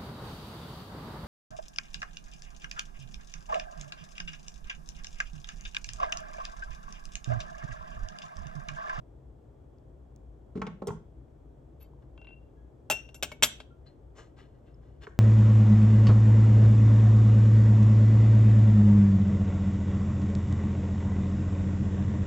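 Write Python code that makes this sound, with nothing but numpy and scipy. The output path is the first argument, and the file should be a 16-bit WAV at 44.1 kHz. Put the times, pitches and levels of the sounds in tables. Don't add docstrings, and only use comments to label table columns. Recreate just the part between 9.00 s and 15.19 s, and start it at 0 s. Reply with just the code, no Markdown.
import sys
import numpy as np
from scipy import signal
from scipy.fft import rfft, irfft, next_fast_len
from scipy.io import wavfile
from scipy.ndimage import uniform_filter1d

SR = 44100
rng = np.random.default_rng(int(sys.argv[2]) if len(sys.argv) > 2 else 0)


def generate_wav(signal):
    frames = np.transpose(np.atleast_2d(signal))
    scaled = np.clip(frames, -1, 1) * 32767
    pcm = np.round(scaled).astype(np.int16)
    wavfile.write(sys.argv[1], SR, pcm)


N = 272979
FFT_SIZE = next_fast_len(N)

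# mode in Hz, gain in dB, t60 in seconds before damping.
FUNNEL_CONTACT_MODES = [(150, -11, 0.19), (254, -7, 0.16), (417, -11, 0.15), (608, 0.5, 0.067),
                        (720, -19.5, 0.072), (902, 3, 0.02), (1483, -2.5, 0.068), (1635, -9, 0.046),
                        (2158, -5.5, .04), (2360, -14, .04), (2670, -8, .05), (3060, -1.5, 0.017),
                        (3106, -9, 0.065), (3098, -5, 0.019), (3400, -0.5, 0.021), (3356, -5.5, 0.029),
                        (3760, -7, .04), (4236, -13, 0.032), (4680, -11, 0.071), (5540, -4, 0.057),
                        (5830, 0.5, .05), (6470, -5.5, 0.056), (7390, 3.5, 0.055), (7650, -3, .05),
                        (8515, -7.5, 0.06), (9350, -4, .03), (11330, -3, 0.15), (11400, -17, 0.07),
                        (12130, -9, 0.07), (14800, -10, .05)]
# frequency in Hz, left minus right in dB.
PORT_BALANCE = [(60, 3.5), (400, 3), (1300, 2.5), (2400, 4.5), (4400, 4), (8000, 1), (15000, .5)]


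def undb(db):
    return 10 ** (np.asarray(db) / 20)


def at_rms(x, db):
    return x * undb(db) / np.sqrt(np.mean(x ** 2))


def along(table, hz):
    knots_hz, values = np.transpose(table)
    return np.interp(np.log(hz + 1), np.log(knots_hz + 1), values)


def band(x, hz, width_hz):
    return signal.lfilter(*signal.iirpeak(hz, hz / width_hz, fs=SR), x)


def steep_band(x, hz, width_hz):
    return band(band(x, hz, width_hz), hz, width_hz)


def add(track, start_s, x):
    i = int(start_s * SR)
    track[i:i + len(x)] += x[:len(track) - i]


def ring(force, modes, colour, damping):
    out = 0
    for (hz, db, t60_s), spot in zip(modes, rng.uniform(-1, 1, len(modes))):
        pole = np.exp(2j * np.pi * hz / SR - np.log(1000) * damping / (t60_s * SR))
        mode = signal.lfilter([1], [1, -pole], force).imag
        norm = 1 / np.sqrt(2 * (1 - abs(pole) ** 2) * np.sum(mode ** 2))
        out = out + np.sign(spot) * undb(db + along(colour, hz) + 2 * abs(spot)) * norm * mode
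    return out


def blows(hits, contact_modes, free_modes, free_dampings, corners_hz, contact_damping, wash_t60_s):
    out, t = np.zeros(N), np.arange(SR // 3) / SR
    bass_hz, mid_hz, treble_hz = corners_hz
    waver_db, waver_samples = 2.5, int(0.0098 * SR)
    highpass = signal.butter(2, bass_hz / 5, "high", fs=SR, output="sos")
    for hit, free_damping in zip(hits, free_dampings):
        start_s, db, bass_db, treble_db, ring_db, wash_db, chatter_s = hit
        chatter = rng.standard_normal(len(t)) * (rng.random(len(t)) < .3) * np.exp(-t / chatter_s)
        force = 0.85 * chatter + (t == 0)
        colour = [(bass_hz, bass_db), (mid_hz, 0), (treble_hz, treble_db), (2 * treble_hz, treble_db - 5)]
        waver = uniform_filter1d(rng.standard_normal(len(t)), waver_samples) * np.sqrt(waver_samples)
        noise = rng.standard_normal(len(t)) * 1000. ** (-t / wash_t60_s)
        wash = sum(undb(along(colour, hz)) * steep_band(noise, hz, hz) * np.sqrt(SR / (3 * hz))
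                   for hz in bass_hz * 2. ** np.arange(5))
        free = undb(ring_db + waver_db * waver) * ring(force, free_modes, colour, free_damping)
        contact = ring(force, contact_modes, colour, contact_damping)
        cutoff_hz = min(.67 * treble_hz * 2 ** (max(treble_db + 40, 0) / 10), .45 * SR)
        lowpass = signal.butter(4, cutoff_hz, fs=SR, output="sos")
        add(out, start_s, undb(db) * signal.sosfilt(lowpass, undb(wash_db) * wash + free + contact))
    return signal.sosfilt(highpass, out)


def room_air():
    # frequency in Hz, relative spectral density in dB.
    spectrum = [(25, -22.5), (39, -16), (57, 4), (76, -11), (135, -5), (170, -18), (330, -13), (650, -21),
                (1300, -37.5), (2200, -48), (4500, -57), (8000, -55.5), (10000, -66), (12000, -59),
                (14000, -69)]
    # frequency in Hz, left-right coherence from 0 to 1.
    coherence = [(60, 1), (130, 0.87), (290, 0.8), (640, 0.0), (1410, 0.28), (3100, 0.3), (6820, 0.41),
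                 (15000, 0)]
    hz = np.fft.rfftfreq(FFT_SIZE, 1 / SR)
    alike = along(coherence, hz)
    left, unrelated = rfft(rng.standard_normal((2, FFT_SIZE))) * undb(along(spectrum, hz))
    right = alike * left + np.sqrt(1 - alike ** 2) * unrelated
    lean = undb(alike * along(PORT_BALANCE, hz) / 2)
    air = irfft(np.array([left * lean, right / lean]), FFT_SIZE)[:, :N]
    return at_rms(air, db=-53)


def appliance_hum():
    # centre in Hz, width in Hz, RMS level in dB.
    resonances = [(58, 28, -57), (145, 20, -69.5), (3300, 400, -95)]
    return sum(at_rms(steep_band(rng.standard_normal(N), hz, width_hz), db)
               for hz, width_hz, db in resonances)


def small_pings():
    # start in seconds, pitch in Hz, peak in dB, rise in seconds, t60 in seconds.
    pings = [(.785, 5030, -63, 0.00018, 0.0017), (1.162, 6500, -49, 0.000091, 0.001),
             (1.162, 15600, -64, 0.00025, 0.0067), (2.935, 960, -56.5, 0.00073, 0.017),
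             (2.988, 990, -63, .001, 0.016), (3.559, 1656, -76, 0.046, 0.29), (3.561, 3300, -88, .04, 0.2),
             (4.32, 2240, -41.5, .001, 0.067), (4.702, 1380, -63, 0.025, 0.12),
             (4.865, 4210, -64, 0.007, 0.15), (4.864, 4090, -59.5, 0.0066, 0.077),
             (4.866, 4570, -66, 0.006, 0.053), (5.66, 2730, -79, 0.028, 0.17),
             (6.074, 407, -38, 0.0028, 0.028), (6.073, 1100, -42, 0.0011, 0.027),
             (5.743, 5190, -66.5, 0.0019, 0.014)]
    out, t = np.zeros(N), np.arange(SR // 2) / SR
    for start_s, hz, db, rise_s, t60_s in pings:
        swell = (1 - np.exp(-t / rise_s)) * 1000. ** (-t / t60_s)
        add(out, start_s, undb(db) * swell / swell.max() * np.sin(2 * np.pi * hz * t))
    return out


def ladle_and_knock():
    # start in seconds, gain in dB, relative bass, treble, free ring and wash in dB,
    # chatter decay in seconds.
    hits = [(1.554, -57, 7.5, -29, 10, -8, 0.0066), (1.574, -57.5, 3.5, -31, 10.5, 6, 0.018),
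            (1.617, -33, -21, -30, 7.5, -3, 0.0067), (1.667, -50, -8.5, -32, 9, 17, 0.01),
            (1.820, -52, 9, -29, -3, -5.5, 0.0079), (1.871, -56.5, 21, 13.5, -7, 4, 0.0093),
            (1.883, -45, 13, -29, -7.5, 2, 0.0041), (1.905, -44.5, -3, -56, 3, -25, 0.0034),
            (6.069, -46, -13.5, -35, 1, -22, .004)]
    # mode in Hz, gain in dB, t60 in seconds before damping.
    ladle_modes = [(216, -12, 0.12), (417, 2, 0.13), (760, 2, 0.052), (886, -33, 0.013), (1100, 2.5, 0.13),
                   (1372, 10, 0.021), (1790, 0.5, 0.02), (2480, -44, 0.019), (3300, 7.5, 0.014),
                   (4100, -9, 0.0093), (5020, 5.5, 0.01), (6500, 2, 0.016), (7100, -14, 0.019),
                   (8300, -22, 0.0067), (11900, -27, 0.027), (15000, -3, 0.04)]
    wall_modes = [(140, 2, 0.042), (186, 11.5, 0.067), (199.2, -18, 0.028), (216, 7.5, 0.061),
                  (315, -15, 0.056), (427, 9.5, 0.096), (1100, -34, 0.13), (6350, -15, 0.13),
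                  (7300, -9, 0.11)]
    return blows(hits, ladle_modes, wall_modes, free_dampings=np.ones(len(hits)),
                 corners_hz=(400, 1400, 6000), contact_damping=1.53, wash_t60_s=0.047)


def scuffs():
    # start, rise and t60 in seconds, mid gain in dB, relative bass, treble and top in dB.
    strokes = [(2.795, 0.035, 0.056, -86.5, 14, -7, 25.5), (3.018, 0.0072, 0.11, -88, 17.5, -29, -28),
               (4.854, 0.012, .25, -73.5, -11, -18, -33), (5.148, 0.046, 0.24, -63.5, 8, -3, -39),
               (5.36, 0.032, 0.31, -67, 4.5, -17, -40), (5.54, .012, .3, -88, 9, -16, -30),
               (5.64, 0.042, 0.41, -83, 8, -23, -30), (5.81, .02, 1, -84.5, 8.5, -8, -29),
               (6.006, 0.035, 0.076, -59, 0.5, -16, -30), (6.065, .01, 0.31, -79.5, 7, -0.5, -35)]
    # centre in Hz, width in Hz.
    bands = [(1890, 2950), (593, 1000), (6300, 1940), (12100, 1100)]
    # mode in Hz, width in Hz, gain in dB.
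    surface_modes = [(430, 60, 4), (1250, 90, 4), (1600, 100, 8), (1950, 100, 4), (2950, 130, 8),
                     (3500, 130, 4), (4200, 150, 6), (5200, 200, 3), (7300, 200, 7)]
    rubbing, t = 0, np.arange(N) / SR
    for k, (hz, width_hz) in enumerate(bands):
        grains = rng.standard_normal(N) * undb(3.7 * np.minimum(rng.exponential(size=N), 5.5))
        envelope = 0
        for start_s, rise_s, t60_s, db, *colour_db in strokes:
            rise = np.clip((t - start_s) / rise_s, 0, 1)
            decay = 1000. ** (-np.maximum(t - start_s - rise_s, 0) / t60_s)
            envelope = envelope + undb(db + ([0] + colour_db)[k]) * rise * decay
        rubbing = rubbing + envelope * at_rms(steep_band(grains, hz, width_hz), 0)
    return rubbing + sum(undb(db) * band(rubbing, hz, width_hz) for hz, width_hz, db in surface_modes)


def rim_rub():
    # start and end in seconds, RMS level in dB.
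    drags = [(2.797, 2.87, -75), (5.65, 5.73, -88)]
    # frequency in Hz, mode gain in dB.
    colour = [(1500, -12), (2700, 4.5), (3500, -6), (4300, 5), (5200, -12), (9000, -23)]
    out, t = np.zeros(N), np.arange(SR // 5) / SR
    for start_s, end_s, db in drags:
        progress = t / (end_s - start_s)
        rasp = rng.standard_normal(len(t)) * np.clip(6 * progress, 0, 1) * np.clip(1 - progress, 0, 1)
        add(out, start_s, at_rms(ring(rasp, FUNNEL_CONTACT_MODES, colour, damping=0.66), db))
    return out


def rocking_hits():
    first_s, first_gap_s, shrink = 3.177, .0384, .8
    bass_db, wash_db, chatter_s = 7, -18, .0015
    hits = []
    for i in range(6):
        start_s = first_s + first_gap_s * (1 - shrink ** i) / (1 - shrink)
        db, treble_db = -61 - i, -30 - 4 * i
        ring_db = 2.5 + 1.5 * i
        hits.append((start_s, db, bass_db, treble_db, ring_db, wash_db, chatter_s))
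    return hits


def funnel_on_jars():
    # start in seconds, gain in dB, relative bass, treble, free ring and wash in dB,
    # chatter decay in seconds.
    knocks = [(3.900, -31, 2.5, -1, -2, 7.5, .002), (3.91, -30.5, -16.5, -3, 4, 6.5, .004),
              (3.924, -42, 3.5, -10, 6, 3, .003), (4.0894, -64, 7, -13.5, 11.5, 1, .002),
              (4.144, -49, -4.5, -0.5, 1.5, -6, .012), (4.226, -33.5, -4.5, -1.5, 2, 6, .002),
              (4.2309, -28, -12, -9.5, -7, 4, .003), (4.238, -38, -10, -15.5, -3.5, -6.5, .005),
              (4.3168, -44, 2.5, -10.5, -9, -3.5, .005), (4.4246, -16, -9.5, -17, -15.5, -4, .0008),
              (4.4299, -17, -12.5, -2.5, -12, -7, .003), (4.4342, -12, -23.5, -9, -21, -1, .004),
              (4.4435, -28.5, -14, 0.5, -15, 4.5, .006), (4.602, -41, -4.5, -27, -12.5, -4.5, .002)]
    # mode in Hz, gain in dB, t60 in seconds before damping.
    free_modes = [(1556, -26, 0.38), (2735, 1, 0.24), (2757, -8, 0.34), (5810, -20, 0.36),
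                  (5717, -25.5, 0.51), (7456, -6, .11), (8450, -11.5, .11), (10300, -16, .11),
                  (10520, -16.5, .13), (10500, -18.5, .11), (13420, -22.5, .18), (14920, -14, .11),
                  (15400, -19, .08)]
    grip_s, grip_damping = 4.0, 3.5
    hits = rocking_hits() + knocks
    free_dampings = [grip_damping if start_s > grip_s else 1 for start_s, *_ in hits]
    return blows(hits, FUNNEL_CONTACT_MODES, free_modes, free_dampings,
                 corners_hz=(700, 3300, 6500), contact_damping=1.7, wash_t60_s=0.076)


def ports(x, side=((0, 0),)):
    # frequency in Hz, left ahead of right in radians.
    phase_lead = [(0, 0), (700, 1.02), (1400, -1.6), (2750, 0.87), (4100, 1.16), (6200, 1.2), (7600, 1.23),
                  (9000, -0.2), (11700, -5.5), (16400, -12)]
    hz = np.fft.rfftfreq(FFT_SIZE, 1 / SR)
    lean = undb((along(PORT_BALANCE, hz) + along(side, hz)) / 2)
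    lead_rad = np.interp(hz, *np.transpose(phase_lead))
    response = np.array([lean, np.exp(-1j * lead_rad) / lean])
    return irfft(rfft(x, FFT_SIZE) * response, FFT_SIZE)[:, :N]


def room_tail(x):
    # centre in Hz, t60 in seconds, gain in dB.
    bands = [(188, .3, -22), (790, 0.13, -17.5), (1720, 0.31, -23.5), (3200, 0.34, -23.5),
             (6960, 0.23, -18.5), (12000, 0.092, -17)]
    t, tail = np.arange(SR // 2) / SR, 0
    build_up_s = 0.048
    for hz, t60_s, db in bands:
        mid, side = band(rng.standard_normal((2, len(t))), hz, 0.34 * hz)
        pair = mid + min(hz / 1200, 1) * side * np.array([[1], [-1]])
        tail = tail + at_rms(pair, db) * 1000. ** (-t / t60_s) / np.sqrt(t60_s * SR / 14)
    return signal.fftconvolve(x[None], tail * np.minimum(t / build_up_s, 1), axes=1)[:, :N]


def scene():
    # frequency in Hz, left minus right in dB.
    far_side = [(60, 1.5), (380, -4), (1290, -6.5), (2400, -3), (4400, 0.5), (8000, 0)]
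    far_send_db = 7.5
    funnel = funnel_on_jars()
    far = ladle_and_knock()
    near = funnel + scuffs() + small_pings() + rim_rub()
    direct = ports(near) + ports(far, far_side)
    reverb = room_tail(near + undb(far_send_db) * far)
    return direct + reverb + room_air() + ports(appliance_hum())


def record(dry):
    cutoff_hz = 16400
    return signal.sosfilt(signal.ellip(10, .2, 90, cutoff_hz, fs=SR, output="sos"), dry)


dry = scene()
out = record(dry)
generate_wav(out)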